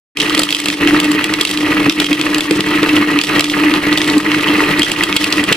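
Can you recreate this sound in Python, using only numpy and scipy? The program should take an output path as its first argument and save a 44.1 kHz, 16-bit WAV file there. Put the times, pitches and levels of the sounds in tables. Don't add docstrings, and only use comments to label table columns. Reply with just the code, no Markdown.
import sys
import numpy as np
from scipy import signal
from scipy.fft import rfft, irfft, next_fast_len
from scipy.io import wavfile
from scipy.ndimage import uniform_filter1d

SR = 44100
rng = np.random.default_rng(int(sys.argv[2]) if len(sys.argv) > 2 else 0)


def to_wav(sig):
    pcm = np.clip(np.atleast_2d(sig), -1, 1) * 32767
    pcm = np.round(pcm).astype(np.int16)
    wavfile.write(sys.argv[1], SR, pcm.T)


N = 245195

# start_s, ring_db, pitch_hz, snap_db
KERNEL_CRACKS = [(0.1702, -3, 2650, -15.5), (0.1998, -4, 2930, -16), (0.206, -4, 2580, -23),
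                 (0.216, -7.5, 4100, -31), (0.2957, -7.5, 2540, -25), (0.348, -5, 3200, -15),
                 (0.3765, -7.5, 3120, -17), (0.392, -12, 2580, -5), (0.4328, -9, 2700, -9.5),
                 (0.4888, -9, 2420, -26), (0.5048, -10, 2530, -15.5), (0.5247, -4.5, 3200, -15),
                 (0.5467, -5, 3340, -18.5), (0.5658, -13, 2620, -20.5), (0.6, -13, 2670, -16),
                 (0.657, -10, 2140, -14.5), (0.6836, -6, 2560, -14.5), (0.7, -7, 2470, -22),
                 (0.873, -2.5, 1920, -30), (0.9996, -5, 2680, -11.5), (1.0429, -12, 1940, -18),
                 (1.115, -23, 2800, -14), (1.2408, -6, 2660, -13.5), (1.3372, -5, 2930, -18),
                 (1.4099, -1, 3030, -9), (1.4318, -20, 2720, -22), (1.45, -5, 2680, -14),
                 (1.4725, -11, 3600, -29), (1.4912, -12.5, 2010, -19), (1.511, -8.5, 3100, -15.5),
                 (1.573, -8, 2720, -21), (1.8956, 1, 3150, -23), (1.9995, 1.5, 2870, -8.5),
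                 (2.0433, -7.5, 2520, -22), (2.0647, -9.5, 2580, -22), (2.1287, -5.5, 2430, -20),
                 (2.2119, -6.5, 2740, -18.5), (2.3447, -5, 3200, -17), (2.382, -17, 1940, -15),
                 (2.406, -7, 2670, -15), (2.509, -4, 2030, -12.5), (2.6051, -7, 2720, -16),
                 (2.83, -4, 1880, -32), (2.8904, -8.5, 2700, -20), (3.1885, 1.5, 2600, -35),
                 (3.2128, -5.5, 3420, -16.5), (3.236, -14, 3050, -16), (3.3937, -3, 2650, -14),
                 (3.4065, -3.5, 3180, -12), (3.4415, -7.5, 2660, -17), (3.4975, -8.5, 2880, -32),
                 (3.738, -5, 3160, -32), (3.927, -4.5, 3400, -28), (3.9737, -4, 3180, -16.5),
                 (3.9812, -8, 3470, -16), (4.016, -6.5, 3360, -45), (4.043, -14, 3330, -22),
                 (4.0762, -21, 1880, -19), (4.0988, -6, 4060, -35), (4.1798, -31, 2580, -16),
                 (4.316, -3.5, 2050, -28), (4.346, -8.5, 2360, -30), (4.793, -18, 2620, -13),
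                 (4.819, 3.5, 2950, -28), (4.83, -0.5, 3140, -13), (4.9158, -9.5, 2820, -13),
                 (5.035, -2.5, 2500, -10), (5.126, -5, 2010, -38), (5.164, 8.5, 2750, -0.5),
                 (5.2413, -3, 2730, -12.5), (5.3245, -1, 3800, -17), (5.4384, -12, 2610, -15.5),
                 (5.5251, 8, 2820, -4)]
# freq_hz, density_db
SNAP_SPECTRUM = [(500, 6), (1500, -4.5), (3500, 3), (4900, 6.5), (6000, -9.5), (7000, -2), (7700, 8.5),
                 (9000, -3.5), (10300, -3.5), (10900, -0.5), (12500, -11.5), (15000, -7)]
# freq_hz, width_hz, gain_db
WALL_MODES = [(901, 14.4, 12.5), (1213, 132, 3.5), (1450, 74, -9.5), (1950, 150, -2.5), (2184, 32, 4.5),
              (2554, 340, 4.5), (3220, 84, 7)]
# freq_hz, width_hz, gain_db
WOOD_MODES = [(70, 3.8, -8), (109, 16, -12), (156.2, 9.2, 2.5), (199.3, 16.8, 6), (312.4, 24, 12.5),
              (330, 145, -16), (423.6, 11.8, 4), (454, 11, -30), (566, 40, -5)]
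# freq_hz, density_db
WOOD_SPECTRUM = [(20, 9), (45, -15), (80, -1.5), (180, 5), (250, -6.5), (450, 8.5), (700, 1.5), (1200, -43),
                 (4000, -81)]


def from_db(db):
    return 10 ** (np.asarray(db) / 20)


def unit_rms(x):
    return x / np.sqrt(np.mean(x ** 2) + 1e-20)


def evened(x, span_s):
    power = uniform_filter1d(np.mean(np.atleast_2d(x) ** 2, axis=0), max(int(span_s * SR), 2))
    return x / np.sqrt(np.maximum(power, 0) + 1e-12)


def add(track, start_s, sound):
    at = int(start_s * SR)
    track[:, at:at + sound.shape[1]] += sound[:, :N - at]


def per_bin(points):
    hz, value = np.transpose(points)
    bins_hz = np.fft.rfftfreq(next_fast_len(N + SR // 2, True), 1 / SR)
    return np.interp(np.log(bins_hz + 1), np.log(hz), value)


def filtered(x, response):
    size = 2 * (len(response) - 1)
    return irfft(rfft(x, size) * response)[..., :N]


def coloured(x, spectrum):
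    cepstrum = irfft(np.log(from_db(per_bin(spectrum))))
    half = len(cepstrum) // 2
    cepstrum[1:half] *= 2
    cepstrum[half + 1:] = 0
    return filtered(x, np.exp(rfft(cepstrum)))


def resonance(x, hz, width_hz):
    r = np.exp(-np.pi * width_hz / SR)
    feedback = [1, -2 * r * np.cos(2 * np.pi * hz / SR), r * r]
    return signal.lfilter(np.array([1, 0, -1]) * (1 - r * r) / 2, feedback, x + 1e-18)


def modes(x, rows):
    return sum(from_db(gain_db) * resonance(x, hz, width_hz) for hz, width_hz, gain_db in rows)


def without_bass(x, low_cut_hz):
    return signal.sosfilt(signal.butter(2, low_cut_hz, "high", fs=SR, output="sos"), x)


def spread(pair):
    # freq_hz, correlation
    likeness = [(60, 0.99), (330, 1), (600, 0.87), (1200, 0.61), (2500, 0.68), (4200, 0.97), (6000, 0.04),
                (7800, 0.88), (11000, 0.19), (15000, 0.18)]
    alike = np.clip(per_bin(likeness), 0, .999)
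    mid = filtered(pair[0], np.sqrt((1 + alike) / 2))
    side = filtered(pair[1], np.sqrt((1 - alike) / 2))
    return np.array([mid + side, mid - side])


def drift(rate_hz):
    step, settle = 10, 4000
    r = np.exp(-2 * np.pi * rate_hz * step / SR)
    noise = rng.standard_normal(N // step + settle + 2)
    slow = signal.lfilter([1], [1, -2 * r, r * r], noise)[settle:]
    return np.interp(np.arange(N) / step, np.arange(len(slow)), unit_rms(slow))


def grains(per_s, size_db):
    born = rng.random(N) < per_s / SR
    size = from_db(size_db * np.minimum(rng.exponential(1, N), 4))
    return born * size * rng.choice([-1, 1], (2, N))


def flurries(per_s, size_db, decay_s):
    pole = np.exp(-1 / (decay_s * SR))
    swell = signal.lfilter([1], [1, -pole], np.abs(grains(per_s, size_db)[0]) + 1e-18)
    return swell * rng.standard_normal((2, N))


def burst(rise_s, decay_s, abruptness=1.48):
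    t = np.arange(SR // 20) / SR
    swell = (1 - np.exp(-(t / rise_s) ** 2)) * np.exp(-(t / decay_s) ** abruptness)
    return rng.standard_normal((2, len(t))) * swell / swell.max()


def grip(start_s, length_s, attack_s, release_s=0.031):
    t = np.maximum(np.arange(N) / SR - start_s, 0)
    return (1 - np.exp(-t / attack_s)) * np.exp(-np.maximum(t - length_s, 0) / release_s)


def after_cracks(exponent, peak_s):
    age = np.arange(SR // 2) / SR / peak_s
    hits = np.zeros(N)
    for start_s, ring_db, _, _ in KERNEL_CRACKS:
        hits[int(start_s * SR)] += from_db(exponent * ring_db)
    return np.maximum(signal.fftconvolve(hits, age * np.exp(1 - age))[:N], 0)


def loading(idle_crush_db=-26, idle_drone_db=-26.5, crush_relief_db=3, drone_relief_db=3.5):
    # start_s, length_s, clump_db, labour_db
    clumps = [(0.179, 0.22, 10, 7.5), (0.63, 0.072, 4.0, 11.5), (0.777, 0.225, 11.5, 11),
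              (0.995, 0.11, 8.5, 18.5), (1.122, 0.09, 11, 9), (1.217, 0.191, 7.0, 7.5),
              (1.487, 0.25, 3.5, 11.5), (1.607, 0.271, 9.5, 9.5), (1.946, 0.066, 10.5, 19),
              (2.074, 0.05, 8, 23.5), (2.158, 0.24, 7.5, 10.5), (2.442, 0.17, 5, 12),
              (2.633, 0.155, 10, 11.5), (2.757, 0.27, 11.0, 13), (3.02, 0.18, 9, 11.5),
              (3.258, 0.13, 12.0, 9.5), (3.386, 0.11, 1.0, 11.5), (3.509, 0.269, 10.5, 14.5),
              (3.804, 0.14, 10.5, 12), (3.935, 0.235, 9.5, 12), (4.222, 0.185, 10, 10.5),
              (4.394, 0.335, 12, 8.5), (4.696, 0.137, 10, 7), (4.851, 0.049, 11.5, 14),
              (4.94, 0.094, 10.5, -2), (5.038, 0.29, 8.5, 7.5), (5.17, 0.12, 4.5, 7.5),
              (5.295, 0.121, 11, 10), (5.457, 0.081, 13.5, 5)]
    # give_s, surge_db
    surges = [(0.864, 8.5), (0.942, 8), (1.812, 6), (1.89, 13), (2.94, 6.5), (3.015, 2), (4.178, 11),
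              (4.515, 5), (4.816, 7.5), (5.438, 11.5)]
    surge_rise_s, surge_fall_s = 0.022, 0.0094
    crush_db = strain_db = np.zeros(N)
    for start_s, length_s, clump_db, labour_db in clumps:
        crush_db = np.maximum(crush_db, clump_db * grip(start_s, length_s, attack_s=0.022))
        strain_db = np.maximum(strain_db, labour_db * grip(start_s, length_s, attack_s=0.043))
    for give_s, surge_db in surges:
        t = np.arange(N) / SR - give_s
        width_s = np.where(t < 0, surge_rise_s, surge_fall_s)
        strain_db = strain_db + surge_db * np.exp(-(t / width_s) ** 2)
    relief = np.tanh(after_cracks(exponent=1.4, peak_s=0.023))
    load_db = idle_crush_db + crush_db - crush_relief_db * relief
    drone_db = idle_drone_db + strain_db - drone_relief_db * relief
    return load_db, drone_db


def room(x, t60_s=0.16, gain_db=-10, band_hz=(500, 5000), first_s=0.0017):
    t = np.arange(SR // 2) / SR
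    tail = rng.standard_normal((2, len(t))) * from_db(-60 * t / t60_s) * (t > first_s)
    tail = signal.sosfilt(signal.butter(1, band_hz, "band", fs=SR, output="sos"), tail)
    tail /= np.sqrt(2 * np.sum(tail ** 2))
    return from_db(gain_db) * signal.fftconvolve(x, tail, axes=1)[:, :N]


def meal_flow(load_db, mean_db=-33, spill_db=-28):
    steady = from_db(mean_db + load_db - load_db.mean()) ** 2
    crumbs = from_db(spill_db) ** 2 * after_cracks(exponent=0.74, peak_s=0.035)
    return 10 * np.log10(steady + crumbs)


def meal(level_db, bite, bite_db=5.5):
    # freq_hz, density_db
    rub_spectrum = [(1500, -22), (3000, 12), (4200, 5), (5500, 3.5), (6700, -2), (7800, -2), (9000, 1),
                    (11000, -9), (13000, -10), (15000, -11)]
    grit = grains(per_s=12000, size_db=2.5) * from_db(bite_db * bite)
    return from_db(level_db) * evened(spread(coloured(grit, rub_spectrum)), span_s=0.23)


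def husks(meal_db, gain_db=7):
    busy = from_db(0.33 * (meal_db - meal_db.mean()))
    ticks = flurries(per_s=24 * busy, size_db=-1.2, decay_s=0.0012)
    return from_db(meal_db + gain_db) * spread(coloured(ticks, SNAP_SPECTRUM))


def wood(force, broad_db):
    return spread(modes(force, WOOD_MODES) + from_db(broad_db) * coloured(force, WOOD_SPECTRUM))


def table_shake(load_db, drone_db, bite, bite_db=4.5, drive_share=0.25, gain_db=-2):
    shake_db = load_db + drive_share * (drone_db - drone_db.mean() - load_db + load_db.mean())
    jolts = grains(per_s=1500, size_db=3.5) * from_db(bite_db * bite)
    return from_db(shake_db + gain_db) * evened(wood(jolts, broad_db=-17), span_s=0.15)


def knocks(gain_db=9):
    # start_s, level_db
    frame_blows = [(0.386, -8.5), (1.863, -1.5), (2.508, 1), (2.59, -1.5), (2.828, -4), (3.395, -5),
                   (4.918, -10), (5.514, -2)]
    force = np.zeros((2, N))
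    for start_s, level_db in frame_blows:
        add(force, start_s, from_db(level_db + gain_db) * burst(rise_s=0.0013, decay_s=0.0038))
    return without_bass(wood(force, broad_db=-5), low_cut_hz=120)


def drive_drone(level_db, pitch_hz=298.6, waver_hz=3.524, roughness=0.34, flutter_hz=24):
    hz = pitch_hz + waver_hz * drift(rate_hz=5.95)
    tone = np.exp(2j * np.pi * np.cumsum(hz) / SR)
    stagger = 1 + roughness * (drift(flutter_hz) + 1j * drift(flutter_hz))
    return from_db(level_db) * evened((tone * stagger).real, span_s=0.06)


def crushing(load_db, bite, bite_db=2.5, crunch_db=3, gain_db=-0.93):
    # freq_hz, density_db
    drum_spectrum = [(300, -25), (700, -17.5), (1000, 3), (1600, 0), (1900, 6), (2300, -1.5), (2900, 0),
                     (3500, -11.5), (4200, -2), (5200, -21), (6600, -62), (10000, -15), (15000, -17.5)]
    busy = from_db(0.5 * (load_db - load_db.mean()))
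    fine = unit_rms(coloured(grains(per_s=3500 * busy, size_db=2), drum_spectrum))
    pieces = sum(resonance(flurries(per_s=16 * busy, size_db=2.6, decay_s=0.004), hz, width_hz=800)
                 for hz in np.geomspace(1150, 3700, num=9))
    crunches = from_db(crunch_db) * unit_rms(coloured(pieces, drum_spectrum))
    breaks = (fine + crunches) * from_db(bite_db * bite)
    wall = breaks + modes(breaks, WALL_MODES)
    return from_db(load_db + gain_db) * evened(spread(wall), span_s=0.091)


def cracks(width_hz=1500, ring_gain_db=-7, snap_gain_db=4, wall_db=-5, split_s=0.0028, growth=0.31):
    rings, snaps = np.zeros((2, 2, N))
    mean_snap_db = np.mean([snap_db for *_, snap_db in KERNEL_CRACKS])
    for start_s, ring_db, pitch_hz, snap_db in KERNEL_CRACKS:
        decay_s = split_s * from_db(growth * (snap_db - mean_snap_db))
        ring = resonance(burst(rise_s=0.00084, decay_s=decay_s), pitch_hz, width_hz)
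        ring = resonance(ring, pitch_hz, 3 * width_hz)
        onset_rms = np.sqrt(np.mean(ring[:, :SR // 250] ** 2, axis=1, keepdims=True))
        add(rings, start_s, from_db(ring_db + ring_gain_db) * ring / onset_rms)
        add(snaps, start_s, from_db(snap_db + snap_gain_db) * burst(rise_s=0.00075, decay_s=decay_s))
    wall = from_db(wall_db) * modes(rings, WALL_MODES)
    return spread(rings + wall + coloured(snaps, SNAP_SPECTRUM))


def stereo_ports(sound, lag_s=3.4e-5):
    # freq_hz, left_minus_right_db
    balance = [(300, .5), (1100, .6), (2200, -2), (4500, -1.7), (8000, 0), (11000, 2.4), (15000, 2)]
    balance_db = per_bin(balance)
    lead = np.exp(1j * np.pi * np.linspace(0, SR / 2, len(balance_db)) * lag_s)
    left = filtered(sound[0], from_db(balance_db / 2) * lead)
    right = filtered(sound[1], from_db(-balance_db / 2) / lead)
    return np.array([left, right])


def scene(start_s=0.15, rise_s=0.04):
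    load_db, drone_db = loading()
    meal_db = meal_flow(load_db)
    bite = 0.54 * drift(rate_hz=46.6) + 0.28 * drift(rate_hz=104)
    kernels = crushing(load_db, bite) + meal(meal_db, bite) + husks(meal_db) + cracks()
    frame = table_shake(load_db, drone_db, bite) + knocks()
    running = np.clip((np.arange(N) / SR - start_s) / rise_s, 0, 1)
    mill = running * (without_bass(kernels, low_cut_hz=480) + frame)
    return stereo_ports(mill + room(mill) + running * drive_drone(drone_db))


def record(dry, threshold_db=4, release_db_per_s=250, clip_level=0.92, cutoff_hz=15300):
    peak_db = 20 * np.log10(np.abs(dry).max(axis=0) + 1e-9)
    over_db = np.maximum(peak_db - threshold_db, 0)
    release_db = release_db_per_s * np.arange(N) / SR
    limited = dry * from_db(release_db - np.maximum.accumulate(over_db + release_db))
    rounded = limited / (1 + (limited / clip_level) ** 8) ** (1 / 8)
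    return signal.sosfilt(signal.ellip(10, .1, 80, cutoff_hz, fs=SR, output="sos"), rounded)


dry = scene()
out = record(dry)
to_wav(out)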